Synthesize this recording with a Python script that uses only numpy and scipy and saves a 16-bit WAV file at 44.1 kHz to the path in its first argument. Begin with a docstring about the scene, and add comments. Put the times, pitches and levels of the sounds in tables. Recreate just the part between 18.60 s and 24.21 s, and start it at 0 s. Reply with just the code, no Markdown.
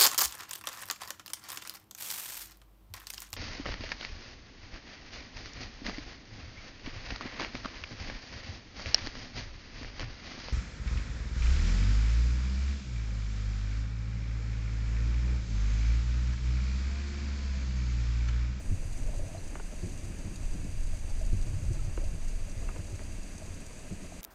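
"""Underwater housing beside a hull

A camera in a waterproof housing is held under water beside a boat hull at sea.
Band-shaped noise gives the muffled rumble and wash of the flow; smooth pulses press on the housing.
Shoves excite damped housing modes as dull thumps, and bubbles ring as short tones or fuzzy clouds.
Dispersive bending waves make the mount click; tiny noise ticks sit in a nearly steady, coloured hiss."""
import sys
import numpy as np
from scipy.fft import rfft, irfft, next_fast_len
from scipy.io import wavfile
from scipy.ndimage import uniform_filter1d, map_coordinates

SR = 44100
rng = np.random.default_rng(int(sys.argv[2]) if len(sys.argv) > 2 else 0)


def inscribe(sig):
    """Save sig as 16-bit PCM at rate SR to the path in sys.argv[1].

    A 1-D sig is mono; a 2-D sig holds one channel per row.
    Samples are clipped to [-1, 1] before scaling.
    """
    pcm = np.round(np.clip(np.atleast_2d(sig).T, -1, 1) * 32767)
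    wavfile.write(sys.argv[1], SR, pcm.astype(np.int16))


N = 247401  # length [samples]


def amp(db):
    """Logarithmic level: decibels to linear gain."""
    return 10 ** (np.asarray(db) / 20)


def unit(x):
    """Normalisation: scale to an rms of 1."""
    return x / np.sqrt(np.mean(x ** 2) + 1e-20)


def along(points, hz):
    """Logarithmic interpolation: (frequency [Hz], value) points read on a log frequency axis."""
    f, v = np.transpose(points)
    return np.interp(np.log(hz + 1), np.log(f + 1), v)


def curves(rows):
    """Linear interpolation: one value per sample for each column after the time."""
    s, *cols = np.transpose(rows)
    return [np.interp(np.arange(N) / SR, s, c) for c in cols]


def wobble(rate):
    """Band-limited fluctuation: a smooth curve through random knots, rate of them a second."""
    knots = rng.standard_normal(int(N * rate / SR) + 4)
    return map_coordinates(knots, [np.arange(N) * rate / SR])


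def filtered(x, response):
    """Linear filtering: the spectrum of x times a response of frequency, padded against wrap-around."""
    m = next_fast_len(N + SR // 2)
    spectrum = rfft(x, m) * response(np.fft.rfftfreq(m, 1 / SR))
    return irfft(spectrum, m)[:N]


def coloured(x, spectrum):
    """Spectral shaping: x filtered by a table of levels, at an rms of 1."""
    return unit(filtered(x, lambda hz: amp(along(spectrum, hz))))


def churn(spectrum, even_s):
    """Turbulent noise: coloured noise whose strength stays even over spans longer than even_s."""
    x = coloured(rng.standard_normal(N), spectrum)
    size = max(int(even_s * SR), 2)
    power = uniform_filter1d(uniform_filter1d(x ** 2, size), size)
    return unit(x / np.sqrt(np.abs(power) + 1e-6))


def ring(t, hz, t60, attack):
    """Damped oscillation: one mode decays exponentially after a soft start."""
    return np.sin(2 * np.pi * hz * t) * amp(-60 * t / t60) * (1 - np.exp(-t / attack))


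def add(track, s, sound):
    """Superposition: mix a sound into the track at time s."""
    part = track[max(round(s * SR), 0):][:len(sound)]
    part += sound[:len(part)]


# colours of the flow, slowest motion first: (frequency [Hz], relative level [dB per Hz])
HEAVE_COLOUR = [(3, -64), (10, -12), (16, -21.5), (30, -26.5), (200, -120)]
SWELL_COLOUR = [(12, -33), (21, 5.5), (29, -0.5), (36, 2.5), (47, -19.5), (65, -12), (140, -73),
                (600, -120)]
EDDY_COLOUR = [(35, -23), (55, -1.5), (72, -3), (88, 1.5), (105, -7.5), (125, -18.5), (190, -27.5),
               (400, -64), (1500, -120)]
DRUMMING_COLOUR = [(60, -42), (100, -3), (115, 4), (142, 1.5), (160, -17), (230, -56), (500, -120)]
WASH_COLOUR = [(80, -11), (130, -4), (175, 5), (240, -0.5), (330, -2.5), (380, -9), (530, -9), (620, -6.5),
               (780, -16), (1100, -19.5), (2500, -25.5), (8000, -120)]
# slow pressure surges against the housing: (time [s], level before lift [dB])
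SURGE_COURSE = [(0, -44), (.11, -30.5), (.19, -33.5), (.3, -32.5), (.48, -31), (.62, -34), (.73, -43.5),
                (.89, -35.5), (1.15, -37), (1.3, -40.5), (1.8, -39.5), (1.87, -28.5), (1.98, -37),
                (2.25, -28.5), (2.42, -35), (2.54, -29.5), (2.73, -28), (2.9, -35.5), (3.2, -32.5),
                (3.48, -32.5), (3.6, -31), (3.8, -30.5), (3.88, -35.5), (4.05, -35), (4.15, -39),
                (4.28, -42.5), (4.6, -36), (4.8, -48.5), (4.91, -40.5), (5.13, -46.5), (5.36, -43),
                (5.61, -46)]
# eddies shed by the housing: (time [s], level before lift [dB])
EDDY_COURSE = [(0, -46.5), (.25, -49), (.58, -46), (.72, -46), (.9, -53), (1.19, -58.5), (1.36, -49),
               (1.7, -48), (1.95, -43.5), (2.2, -48), (2.45, -43), (2.72, -44.5), (2.88, -40.5),
               (3.25, -43), (3.72, -49.5), (4, -47.5), (4.25, -47), (4.47, -47), (4.6, -52.5), (4.92, -53),
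               (5.15, -58), (5.35, -54), (5.61, -58)]
# fastest eddies, drumming in a narrow band: (time [s], level [dB])
DRUMMING_COURSE = [(0, -68), (.2, -48), (.7, -50), (1.15, -62), (1.35, -49), (1.7, -56), (2.1, -48.5),
                   (2.5, -60), (2.8, -60), (2.87, -42.5), (3.1, -42), (3.27, -45.5), (3.36, -59),
                   (5.61, -75)]
# wash along the hull: (time [s], level before lift [dB])
WASH_COURSE = [(0, -47), (.25, -49.5), (.7, -49), (1.19, -50.5), (1.4, -49), (1.85, -49.5), (2.2, -52),
               (2.6, -51), (2.85, -49.5), (3.7, -50.5), (4.2, -49), (4.55, -51), (4.85, -49.5),
               (5.61, -49.5)]


def flow(breakup_db=2.5, lumpy_db=2.0, heave_lift_db=-4, swell_lift_db=-2, eddy_lift_db=3, wash_lift_db=-1.28):
    """Flow noise: surges over a slow heave, eddies shed by the housing, and a lumpy wash along the hull."""
    surge_db, = curves(SURGE_COURSE)
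    eddy_db, = curves(EDDY_COURSE)
    drumming_db, = curves(DRUMMING_COURSE)
    wash_db, = curves(WASH_COURSE)
    # heave and swell share the course of the surges
    heave = amp(surge_db + heave_lift_db) * churn(HEAVE_COLOUR, even_s=0.2)
    swell = amp(surge_db + swell_lift_db) * churn(SWELL_COLOUR, even_s=0.046)
    eddy_gain = amp(eddy_db + eddy_lift_db + breakup_db * wobble(18))
    eddies = eddy_gain * churn(EDDY_COLOUR, even_s=0.14)
    drumming = amp(drumming_db) * churn(DRUMMING_COLOUR, even_s=0.057)
    wash_gain = amp(wash_db + wash_lift_db + lumpy_db * wobble(60))
    wash = wash_gain * churn(WASH_COLOUR, even_s=0.2)
    return heave + swell + eddies + drumming + wash


# rounded lumps of water press on the housing: (time [s], peak [dB], half width to zero pressure [s])
PRESSURE_LUMPS = [(0.099, -27, 0.011), (0.481, -23, 0.0097), (.58, -28, 0.0091), (2.533, -21.5, 0.0098),
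                  (2.724, -19, .009), (2.817, -24, 0.0081), (3.086, -22, 0.0052), (3.195, -32.5, 0.0096),
                  (3.39, -24.5, 0.0092), (3.484, -22.5, 0.011), (3.98, -25.5, 0.01), (4.077, -27.5, 0.011)]


def lumps():
    """Pressure pulse: each lump is one smooth push with a slight suction before and after."""
    out, t = np.zeros(N), np.arange(N) / SR
    for s, db, width in PRESSURE_LUMPS:
        u = (t - s) / width
        out += amp(db) * (1 - u ** 2) * np.exp(-u ** 2 / 2)
    return out


# water shoves the housing: (time [s], boom [dB], knock [dB], rap [dB], knock pitch [ratio to nominal]),
# levels being those of each mode before its soft start and decay
SHOVES = [(0.115, -14.5, -28, -33, 1.12), (.253, -28, -39, -51, 0.94), (0.575, -31, -47, -50, 0.9),
          (1.231, -23, -23, -28, 0.93), (1.273, -44, -30.5, -37, 0.97), (1.494, -30, -28, -35, 0.955),
          (1.645, -51, -35, -34, 1), (1.667, -46, -35, -42, 1.08), (1.71, -42, -46, -36, 1.05),
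          (1.949, -33, -29, -35, 0.97), (1.995, -28, -38, -52, 0.85), (2.043, -38, -26.5, -47, 1.16),
          (2.177, -30, -52, -50, 1), (2.728, -18, -26, -34, 1.08), (2.861, -28, -27.5, -37, 0.6),
          (2.927, -23, -44, -47, 1.66), (3.015, -41, -44, -46, 1.6), (3.103, -19, -39, -29, 1.16),
          (3.163, -23, -43, -44, 1.1), (3.274, -25.5, -36, -41, 0.83), (3.533, -32, -29.5, -50, 0.99),
          (3.968, -26, -47, -47, 0.87), (4.189, -25.5, -32, -40, .9), (4.326, -21.5, -38, -35, 0.98),
          (4.472, -28.5, -60, -50, 1), (4.9, -31, -51, -51, 0.85), (5.313, -32, -24, -36, 1.07),
          (5.425, -46, -32, -48, 1.06)]
# housing modes boom, knock and rap: (nominal frequency [Hz], decay by 60 dB [s])
HOUSING_MODES = [(91, 0.13), (185, 0.078), (332, 0.062)]
# colour of the turbulent wake: (frequency [Hz], relative level [dB per Hz])
WAKE_COLOUR = [(60, -42), (140, 9), (260, 1.5), (400, -8.5), (650, -15.5), (1500, -54), (4000, -90)]
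PUSH_S = 0.008  # time constant of a shove's build-up
# wake: level against the knock before its fade-in [dB], lead before the shove [s], decay by 60 dB [s]
WAKE_DB, WAKE_LEAD_S, WAKE_T60_S = -14.5, 0.014, 0.18


def thumps(detune=0.028):
    """Modal excitation: shoves ring the water-damped housing amid turbulence that starts just before."""
    out, stir, t = np.zeros(N), np.zeros(N), np.arange(SR // 3) / SR
    for s, *mode_db, knock_pitch in SHOVES:
        scatter = 1 + detune * rng.standard_normal(len(HOUSING_MODES))
        pitch = np.array([1, knock_pitch, 1]) * scatter
        for k, (hz, t60) in enumerate(HOUSING_MODES):
            sign = (-1) ** k  # neighbouring modes start in opposite directions
            add(out, s, sign * amp(mode_db[k]) * ring(t, hz * pitch[k], t60, PUSH_S))
        age = t - WAKE_LEAD_S
        fade_in = np.minimum(t / WAKE_LEAD_S / 2, 1)
        wake = fade_in * amp(mode_db[1] + WAKE_DB - 60 * age / WAKE_T60_S)
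        add(stir, s - WAKE_LEAD_S, wake)
    return out + stir * churn(WAKE_COLOUR, even_s=0.025)


# single bubbles, loud and soft, each at its own time and pitch:
# (time [s], level before lift [dB], starting pitch [Hz], decay by 60 dB [s])
SINGLE_BUBBLES = [(.46, -45, 525, .05), (.489, -41, 614, .05), (.532, -44, 670, .04), (.547, -41, 600, .04),
                  (.5935, -36.5, 597, 0.042), (.611, -45, 635, .04), (.627, -44, 520, .08),
                  (.688, -49, 756, 0.05), (.748, -33.5, 643, 0.034), (.768, -49, 775, .05),
                  (.777, -53, 4110, 0.091), (1.112, -47.5, 606, 0.14), (2.335, -41.5, 614.7, 0.034),
                  (2.612, -38.5, 628.4, 0.07), (3.192, -47.5, 1320, 0.055), (3.401, -44, 612, 0.025),
                  (3.416, -41, 545, .03), (3.428, -50, 700, 0.028), (3.438, -44, 593, 0.036),
                  (4.083, -46.5, 2660, .045), (4.113, -48, 2590, .04), (4.416, -42, 600.4, 0.051),
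                  (4.819, -40, 617, 0.045), (5.5215, -34.5, 690, 0.021)]
# runs of small bubbles: (start [s], end [s], mean bubble level before lift [dB],
# first central pitch [Hz], last central pitch [Hz])
GURGLE_RUNS = [(0.438, 0.823, -60, 507, 726), (1.271, 2.099, -49.5, 306, 266), (1.45, 2.3, -46, 172, 153),
               (2.473, 2.64, -51.5, 550, 593), (2.748, 3.151, -61, 427, 480), (3.381, 3.476, -59, 440, 600),
               (3.798, 4.393, -54, 490, 610), (4.199, 5, -50, 320, 280), (4.681, 4.949, -56, 593, 640)]


def bubbles(per_s=70, strays_per_s=22, stray_db=-56, stray_hz=610, spread=0.156, scatter_db=2,
            small_t60=0.043, phase_rise=0.29, lift_db=1.5):
    """Bubble resonance: single bubbles, gurgling runs and strays ring as damped tones of rising pitch."""
    out, t = np.zeros(N), np.arange(SR // 8) / SR
    starts = []
    for second in range(N // SR + 1):
        for _ in range(strays_per_s):
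            starts.append((rng.uniform(second, second + 1), stray_db, stray_hz))
    for start, end, db, first_hz, last_hz in GURGLE_RUNS:
        for s in np.arange(start, end, 1 / per_s):
            hz = np.interp(s, [start, end], [first_hz, last_hz])
            starts.append((s + rng.uniform(0, 1 / per_s), db, hz))
    small = []
    for s, db, hz in starts:
        level = db + rng.normal(0, scatter_db)
        small.append((s, level, hz * np.exp(rng.normal(0, spread)), small_t60))
    for s, db, hz, t60 in list(SINGLE_BUBBLES) + small:
        # the phase is quadratic in time, so pitch rises by twice phase_rise a second
        add(out, s, amp(db + lift_db) * ring(t, hz * (1 + phase_rise * t), t60, 0.0012))
    return out


# bubble clouds, one list of course points each: (time [s], pitch [Hz], level [dB])
CLOUD_COURSES = [
    [(.44, 516, -66), (.495, 614, -52), (.513, 634, -65), (.535, 661, -53), (.58, 592, -66),
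     (.61, 608, -54), (.65, 585, -57), (.69, 633, -55), (.73, 618, -68), (.76, 642, -54), (.78, 600, -56),
     (.82, 600, -71)],
    [(3.395, 623, -60), (3.425, 600, -53), (3.445, 630, -52), (3.475, 620, -64)],
]


def burbles(unrest=160):
    """Collective resonance: a bubble cloud rings as one fuzzy tone of sliding pitch, unrest knots a second."""
    out, t = np.zeros(N), np.arange(N) / SR
    for course in CLOUD_COURSES:
        hz, db = curves(course)
        present = (t > course[0][0]) & (t < course[-1][0])
        inside = uniform_filter1d(1.0 * present, size=300)  # softened edges
        cloud = wobble(unrest) + 1j * wobble(unrest)
        even = cloud / np.sqrt(np.abs(cloud) + 1e-6)  # milder swings of strength
        carrier = np.exp(2j * np.pi * np.cumsum(hz) / SR)
        out += inside * amp(db) * unit(np.real(even * carrier))
    return out


# mount clicks: (time [s], peak of the bare slip [dB], centre [Hz], drop an octave from centre [dB],
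# rebound delay [s], rebound level [dB], ring [Hz], ring level [dB], clunk [Hz],
# clunk level before soft start and decay [dB]); rebound and ring are relative to the slip
MOUNT_CLICKS = [(.7485, -43.5, 900, 19, 0.0018, -10, 790, 8, 330, -56),
                (0.9552, -35.5, 1350, 4.5, 0.00345, -8, 1750, 5, 340, -37),
                (0.9983, -37, 1050, 3, 0.0021, -5, 1460, 4, 410, -33),
                (3.3761, -34, 500, 0.8, .0021, -9, 940, 4, 340, -27),
                (4.09, -36, 1300, 13, 0.0041, -11, 1233, 2, 352, -37),
                (4.1612, -42.5, 1100, 2, 0.004, -2.5, 1320, 4, 315, -37),
                (4.394, -44, 1800, 11, .0036, -5, 1943, -3, 334, -38)]
# colour of a click: (frequency [Hz], relative level [dB])
MOUNT_COLOUR = [(40, -60), (150, 0), (340, 17), (500, 17), (630, 12.5), (780, 11.5), (950, 7.5), (1250, 7),
                (1600, 6), (1900, 0.5), (2200, 9), (2450, -7), (2750, 8), (3500, -21), (7000, -45)]
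RING_WIDTH_HZ, CLUNK_T60_S = 23, 0.04  # resonance bandwidth; decay of the clunk by 60 dB


def clicks(travel_s=0.00408, scatter=0.046, scatter_t60=0.059, size=4096):
    """Bending-wave dispersion: the mount slips and rebounds, scatters at its ends and rings over a clunk."""
    out, t = np.zeros(N), np.arange(size) / SR
    hz = np.fft.rfftfreq(size, 1 / SR) + 1
    # bending waves are faster at high pitch, so each click is a quick downward chirp
    delay = travel_s * (np.sqrt(1000 / hz) - 1)  # relative to 1 kHz
    chirp = np.exp(-2j * np.pi * np.cumsum(delay) * SR / size)
    for (s, db, centre, drop, rebound_s, rebound_db,
         ring_hz, ring_db, clunk_hz, clunk_db) in MOUNT_CLICKS:
        slip = chirp * amp(along(MOUNT_COLOUR, hz) - drop * np.log2(hz / centre) ** 2)
        rebound = amp(rebound_db) * np.exp(-2j * np.pi * hz * rebound_s)
        echoes = rfft(scatter * rng.standard_normal(size) * amp(-60 * t / scatter_t60))
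        ringing = amp(ring_db) / (1 + 1j * (hz ** 2 - ring_hz ** 2) / (hz * RING_WIDTH_HZ))
        # the squared term is a second, weaker rebound
        click = irfft(slip * (1 + rebound + rebound ** 2 + echoes + ringing))
        centred = np.roll(click, size // 2)
        slip_peak = np.abs(irfft(slip)).max()
        add(out, s + 0.00093 - size / 2 / SR, amp(db) * centred / slip_peak)
        add(out, s, amp(clunk_db) * ring(t, clunk_hz, CLUNK_T60_S, 0.0031))
    return out


# colour shared by hiss and ticks: (frequency [Hz], relative level [dB])
HISS_COLOUR = [(100, 7), (900, -1), (1400, -2.5), (2200, 1.5), (2660, 3.5), (3000, -3), (3500, -5.5),
               (4200, -4.5), (5500, -8.5), (5900, 1), (6780, 3), (7150, -4.5), (8300, 0), (9000, -5),
               (10000, -7), (11100, -15), (13000, -18), (15200, -27)]
# narrow humps in that colour: (centre [Hz], distance to 1/e^2 of the lift [Hz], lift [dB])
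HISS_HUMPS = [(1625, 150, 3), (4745, 360, 7.5), (7590, 150, 3)]
# tiny bright ticks: (time [s], level before lift and colouring [dB])
BRIGHT_TICKS = [(1.759, -49), (2.814, -53), (4.78, -49.5), (5.064, -50)]


def hiss(hiss_db=-53.0, tick_lift_db=7, tick_t60=0.032, count=90, faint_db=-58):
    """Resonant colouring: a nearly steady hiss and decaying noise ticks share the same resonances."""
    def colour(hz):
        """Resonance: narrow humps raise a broad spectrum."""
        humps = sum(db * np.exp(-2 * ((hz - centre) / width) ** 2) for centre, width, db in HISS_HUMPS)
        return amp(along(HISS_COLOUR, hz) + humps)

    def bright(hz):
        """Spectral tilt: the ticks lose their low end and gain treble."""
        return colour(hz) * amp(along([(1000, -58), (4000, 5), (7000, 6.0), (13000, 0.5)], hz))

    flutter = amp(0.45 * wobble(60))
    steady = unit(filtered(rng.standard_normal(N) * flutter, colour))
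    snaps, t = np.zeros(N), np.arange(SR // 20) / SR
    events = [(s, db, tick_t60) for s, db in BRIGHT_TICKS]
    # faint, longer crackles lie scattered between the ticks
    for _ in range(count):
        events.append((rng.uniform(0, N / SR), faint_db + rng.normal(0, 0.81), 0.06))
    for s, db, t60 in events:
        decay = amp(db + tick_lift_db - 60 * t / t60)
        add(snaps, s, decay * rng.standard_normal(len(t)))
    return amp(hiss_db) * steady + filtered(snaps, bright)


def scene():
    """Superposition: all sources add at one microphone inside the housing."""
    water = flow() + lumps() + thumps() + bubbles() + burbles()
    return (water + clicks() + hiss())[None]


TOP_HZ = 15250  # band limit


def record(dry):
    """Band limitation: the camera keeps only what lies below its band limit."""
    return np.array([filtered(channel, lambda hz: hz < TOP_HZ) for channel in dry])


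dry = scene()
out = record(dry)
inscribe(out)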